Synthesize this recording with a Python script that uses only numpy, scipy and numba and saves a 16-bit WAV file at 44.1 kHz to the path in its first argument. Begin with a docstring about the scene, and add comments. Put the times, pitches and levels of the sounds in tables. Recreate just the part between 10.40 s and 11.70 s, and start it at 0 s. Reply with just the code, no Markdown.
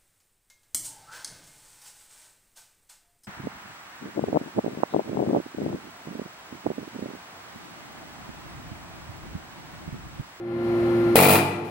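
"""An extractor fan hums, swelling as the recorder's gain control opens, and a valve seeps faintly.
Then an air-driven needle scaler fires one short burst against an iron pipe in a small bare room.
Each piston stroke puffs out air, hisses twice and throws the needles at the pipe; the room rings on.
The gain control ducks the fan under the burst, then lets it back up as the valve seeps once more."""
import sys
import numpy as np
from scipy import signal
from scipy.fft import rfft, irfft
from scipy.io import wavfile
from scipy.ndimage import uniform_filter1d
from numba import njit

SR = 44100
rng = np.random.default_rng(int(sys.argv[2]) if len(sys.argv) > 2 else 0)


def persist_wave(psi):
    """Save psi, clipped to +-1, as 16-bit WAV."""
    counts = np.round(np.clip(psi, -1, 1) * 32767).astype(np.int16)
    wavfile.write(sys.argv[1], SR, np.atleast_2d(counts).T)


N = 57330
TIME, FREQS = np.arange(N) / SR, np.fft.rfftfreq(N, 1 / SR)

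# hum of motor and blades (frequency [Hz], level [dB])
FAN_TONES = [(117, -35), (236.3, -31.5), (347.7, -20.5), (537, -39.5), (695.4, -49.5), (799, -45.5),
             (1043, -48), (1390.8, -45), (1738.5, -48), (2086, -52), (4172, -58)]
# colour of the fan's rushing air (frequency [Hz], level [dB])
FAN_AIR_EQ = [(25, -14), (55, -12.5), (85, -3), (113, -7), (160, 2), (240, 0.5), (400, -5), (520, -3.5),
              (900, -9.5), (1600, -14), (2400, -21.5), (4500, -32), (6500, -40.5), (11000, -40.5),
              (15500, -46)]
# air seeping from the valve (start [s], end [s], level [dB])
SEEPS = [(0.222, 0.757, -57), (1.24, 1.31, -37.5)]
# colour of the seep (frequency [Hz], level [dB])
SEEP_EQ = [(1000, -26), (3000, -1.5), (4500, -4), (6500, -7), (11000, -7), (15500, -12)]
# piston strokes (time [s], thump level [dB], hiss level [dB], needle level [dB])
STROKES = [(0.7572, 4.5, 8, 8), (0.7799, 5.5, 4.5, 8.5), (0.8019, 2.5, 4, 2.5), (0.8235, 4, 4.5, 6.5),
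           (0.8440, -3, 3, 9), (0.8651, 1.5, 0.5, 4), (0.8856, 1.5, 4, 6), (0.9057, -1, 4.5, 3.5),
           (0.9261, -1, 3.5, 3), (0.9467, 3, 1, 6), (0.9682, -11, -19, -12.5), (0.9785, -5.5, -7.5, 2)]
# air jets within a stroke (delay [s], spread [s], level [dB])
JETS = [(.0016, 0.0017, 4), (.0098, 0.0036, 0.5)]
# colour of the jets (frequency [Hz], level [dB])
JET_EQ = [(300, 5.5), (1000, 5.5), (3000, 2.5), (4200, -2.5), (6000, -7), (8500, 3), (10000, 3.5),
          (12000, 2.5), (14000, 4), (15700, 7.5)]
# ring of the tool's body (frequency [Hz], level [dB], t60 [s])
BODY_MODES = [(445, -6, 0.1), (482.5, -1, 0.079), (644, -8, 0.22), (735, -2, 0.18), (873.8, 7.5, .16),
              (949, 5, 0.062)]
# standing waves of the room (frequency [Hz], level [dB], t60 [s])
ROOM_MODES = [(101.46, 1, 1.33), (141.6, -1, 0.84), (187.9, -2, 0.62), (239.85, -1, 0.53),
              (289.2, -5, 0.65), (342.3, -9.5, 0.99)]
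# first echoes off ceiling and walls (delay [s], level [dB])
ECHOES = [(.0040, -10.5), (.0073, -9)]
# decay of the room's tail (frequency [Hz], t60 [s])
ROOM_T60 = [(100, 1.5), (400, 1.5), (1000, 1.13), (2500, 0.93), (5000, .65), (10000, .5), (16000, 0.29)]
# colour of the reverb (frequency [Hz], level [dB])
ROOM_EQ = [(40, -33), (80, -8), (150, 14.5), (300, -4), (500, -4.5), (850, 1), (1500, -0.5), (2500, -2.5),
           (6000, -1), (15000, -8.5)]
# ring of needles and pipe (frequency [Hz], level [dB], t60 [s])
IRON_MODES = [(694, -16, 0.071), (877.6, 1.5, 0.063), (1012, -7.5, 0.11), (1355, -14, 0.028),
              (1353, -10, 0.06), (1987, -1, .08), (2374, 0, 0.074), (2416, 3.5, 0.056), (2440, -21, 0.042),
              (3080, -21, 0.023), (4050, 2.5, 0.017), (4360, -4, .02)]
# colour of the needles' clack (frequency [Hz], level [dB])
CLACK_EQ = [(150, 12.5), (450, 4), (900, 3), (1600, -3), (2400, -8.5), (4500, -17), (9000, -32)]
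# thin air whistles (peak time [s], spread [s], pitch [Hz], level [dB])
WHISTLES = [(0.926, 0.017, 15600, -13), (0.927, 0.012, 9570, -18.5), (0.957, 0.01, 11850, -16)]
# colour of the two microphone ports (frequency [Hz], left level [dB], right level [dB])
PORT_EQ = [(29.8, -2, -4.5), (79, 0, 1), (378, 0, 0), (750, 1, 0), (1404, 4, -1.5), (1545, -1, -8),
           (2220, 6.5, 1.5), (4200, 3.5, -2.5), (4800, 4, 1), (7100, 3, -6), (7850, 3.5, -11),
           (8650, -2.5, -6), (9630, -4.5, 8), (10300, -1.5, 1.5), (11700, 2, 5), (14200, 0.5, -5),
           (15600, 3, -3)]


def undb(db):
    """Decibels to gain."""
    return 10 ** (np.asarray(db) / 20)


def curve_at(points, hz):
    """Read (Hz, value) points on a log-frequency axis."""
    freqs, values = np.array(points, float).T
    return np.interp(np.log(np.maximum(hz, 1)), np.log(freqs), values)


def colour(x, eq):
    """Equalise by (Hz, dB) points."""
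    hz = np.fft.rfftfreq(2 * N, 1 / SR)
    return irfft(rfft(x, 2 * N) * undb(curve_at(eq, hz)))[..., :N]


def low_cut(x, hz, order):
    """Roll off the bass."""
    return signal.sosfilt(signal.butter(order, hz, "high", fs=SR, output="sos"), x)


def unit(x):
    """Scale to rms 1."""
    return x / np.sqrt(np.mean(x ** 2))


def convolve(x, response):
    """Play a sound through a response."""
    return irfft(rfft(x, 2 * N) * rfft(response, 2 * N))[..., :N]


def diffuse_noise(crossover_hz=787, bass_coherence=0.94):
    """White noise at two microphones: nearly mono in the bass, wide in the treble."""
    coherence = bass_coherence / (1 + (FREQS / crossover_hz) ** 4)
    mid, side = rfft(rng.standard_normal((2, N)))
    mid, side = mid * np.sqrt((1 + coherence) / 2), side * np.sqrt((1 - coherence) / 2)
    return irfft(np.array([mid + side, mid - side]), N)


def wander(rate_hz):
    """Slow random drift, rms 1."""
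    span = int(SR / rate_hz)
    steps = np.repeat(rng.standard_normal(N // span + 1), span)
    return unit(uniform_filter1d(uniform_filter1d(steps, span), span)[:N])


def pulse(when, half_width_s):
    """One push and pull of pressure, peak 1."""
    u = (TIME - when) / half_width_s
    return -u * np.exp((1 - u ** 2) / 2)


def ring(hits, modes):
    """Each hit sets off a resonator's decaying sines."""
    response = sum(undb(db) * np.sin(2 * np.pi * hz * TIME) * np.exp(-np.log(1000) * TIME / t60)
                   for hz, db, t60 in modes)
    return convolve(hits, response)


def fan(waver_db=0.5, drift_hz=0.48, mic_lag_s=0.00015, air_db=-31):
    """Slightly wavering motor and blade tones over rushing air."""
    arrival = TIME - np.array([[0], [mic_lag_s]])
    hum = 0
    for hz, db in FAN_TONES:
        level = np.sqrt(2) * undb(db + waver_db * wander(rate_hz=11.2))
        cycles = hz * arrival + rng.random() + drift_hz * np.cumsum(wander(rate_hz=9.65)) / SR
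        hum += level * np.sin(2 * np.pi * cycles)
    return hum + undb(air_db) * unit(colour(diffuse_noise(), FAN_AIR_EQ))


def valve_seep(fade_s=.008):
    """Faint hiss at the valve as the trigger is eased in, and again after the burst."""
    flow = sum(undb(db) * np.clip(np.minimum(TIME - start, end - TIME) / fade_s, 0, 1)
               for start, end, db in SEEPS)
    return flow * unit(colour(rng.standard_normal((2, N)), SEEP_EQ))


def exhaust_thump(gain_db=5):
    """Each stroke lets out a pressure pulse."""
    puffs = sum(undb(gain_db + db) * pulse(start, half_width_s=0.00041) for start, db, _, _ in STROKES)
    return low_cut(puffs, hz=105, order=1)


def exhaust_hiss(gain_db=-6.5, leak_db=-12.5):
    """Each stroke blows two jets of air, with a leak between them."""
    period = np.median(np.diff([stroke[0] for stroke in STROKES]))
    flow = np.zeros(N)
    for start, _, hiss_db, _ in STROKES:
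        jets = sum(undb(db) * np.exp(-((TIME - start - lag) / spread) ** 2 / 2)
                   for lag, spread, db in JETS)
        leak = undb(leak_db) * ((TIME > start) & (TIME < start + period))
        flow += undb(hiss_db) * (jets + leak)
    return undb(gain_db) * flow * unit(colour(rng.standard_normal((2, N)), JET_EQ))


def tool_body(thump, gain_db=-43):
    """The exhaust pulses ring the tool's body."""
    return undb(gain_db) * ring(thump, BODY_MODES)


def room_boom(thump, gain_db=-48):
    """The exhaust pulses set the room's standing waves going."""
    return undb(gain_db) * ring(thump, ROOM_MODES)


def room_reverb(send, early_s=.018, early_db=-1):
    """The bare room throws back two near echoes, early scatter and a tail that dulls."""
    spectrum, tail = rfft(diffuse_noise()), 0
    centres = [hz for hz, _ in ROOM_T60]
    for (_, t60), weights in zip(ROOM_T60, np.eye(len(centres))):
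        band = irfft(spectrum * curve_at(list(zip(centres, weights)), FREQS), N)
        decay = np.log(1000) / t60
        tail += band * np.exp(-decay * TIME) * np.sqrt(2 * decay / SR)  # longer, but no more energy
    early = undb(early_db) * diffuse_noise() * np.exp(-TIME / early_s) * np.sqrt(2 / early_s / SR)
    build_up = np.minimum(TIME / ECHOES[0][0], 1) ** 2  # full by the first echo
    response = colour(tail + early, ROOM_EQ) * build_up
    for lag, db in ECHOES:
        response[:, int(lag * SR)] += undb(db)
    return convolve(send, response)


def needles(count=12, lag_s=.01, spread_s=.0018, scatter_db=3, clack_s=0.0019):
    """The piston knocks on the anvil; the needles land around that moment, clack and ring the iron."""
    knock_db, anvil_db, iron_db, clack_db = -0.5, -5.5, -17.5, -4
    hits, clack_envelope, knock = np.zeros((3, N))
    for start, _, _, db in STROKES:
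        when = start + lag_s
        timing, force = rng.standard_normal((2, count))
        landings = ((when + spread_s * timing) * SR).astype(int)
        shares = unit(undb(scatter_db * force)) / np.sqrt(count)
        np.add.at(hits, landings, undb(db) * shares)
        hits[int(when * SR)] += undb(db + anvil_db)  # the anvil's own push on the iron
        clack_envelope += undb(db) * (TIME > when) * np.exp(-np.abs(TIME - when) / clack_s)
        knock += undb(db + knock_db) * pulse(when, half_width_s=0.00017)
    clack = clack_envelope * unit(colour(rng.standard_normal(N), CLACK_EQ))
    return knock + undb(iron_db) * ring(hits, IRON_MODES) + undb(clack_db) * clack


def whistles(width_hz=160):
    """Narrow bands of air noise swell and fade as the burst ends."""
    out = 0
    for when, spread, pitch, db in WHISTLES:
        passband = np.exp(-((FREQS - pitch) / width_hz) ** 2 / 2)
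        air = irfft(rfft(rng.standard_normal((2, N))) * passband, N)
        swell = np.exp(-((TIME - when) / spread) ** 2 / 2)
        out += undb(db) * unit(air) * swell
    return out


def scene(thump_send_db=-5):
    """The scaler in its room, over the fan."""
    thump, hiss = exhaust_thump(), exhaust_hiss()
    metal = tool_body(thump) + needles()
    rattle = low_cut(metal + hiss + whistles(), hz=263, order=2)  # the metal radiates little bass
    reverb = room_reverb(undb(thump_send_db) * thump + rattle)
    return thump + rattle + room_boom(thump) + reverb + valve_seep() + fan()


@njit
def gain_control(target, gain, attack_s=.002, hold_s=.15, recover_per_s=7.34):
    """Duck fast toward the target gain, hold after the last loud moment, then open toward unity."""
    out, wait = np.empty(len(target)), 0.
    for i in range(len(target)):
        wait = hold_s * SR if target[i] < 1 else wait - 1
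        if target[i] < gain:
            gain += (target[i] - gain) / (attack_s * SR)
        elif wait <= 0:
            gain += recover_per_s / SR * gain * (1 - gain)
        out[i] = gain
    return out


def record(dry, limit_db=-11, start_gain_db=-15, top_hz=15900):
    """Port colour, gain control that looks a little ahead, clipping and a steep top cut."""
    mics = np.array([colour(dry[c], [(row[0], row[1 + c]) for row in PORT_EQ]) for c in range(2)])
    power = uniform_filter1d(np.mean(mics ** 2, axis=0), size=440)  # centred 10 ms window
    loudness = np.sqrt(np.abs(power) + 1e-12)
    gain = gain_control(undb(limit_db) / loudness, float(undb(start_gain_db)))
    top_cut = signal.ellip(10, .2, 70, top_hz, fs=SR, output="sos")
    return signal.sosfilt(top_cut, np.clip(mics * gain, -1, 1))


dry = scene()
out = record(dry)
persist_wave(out)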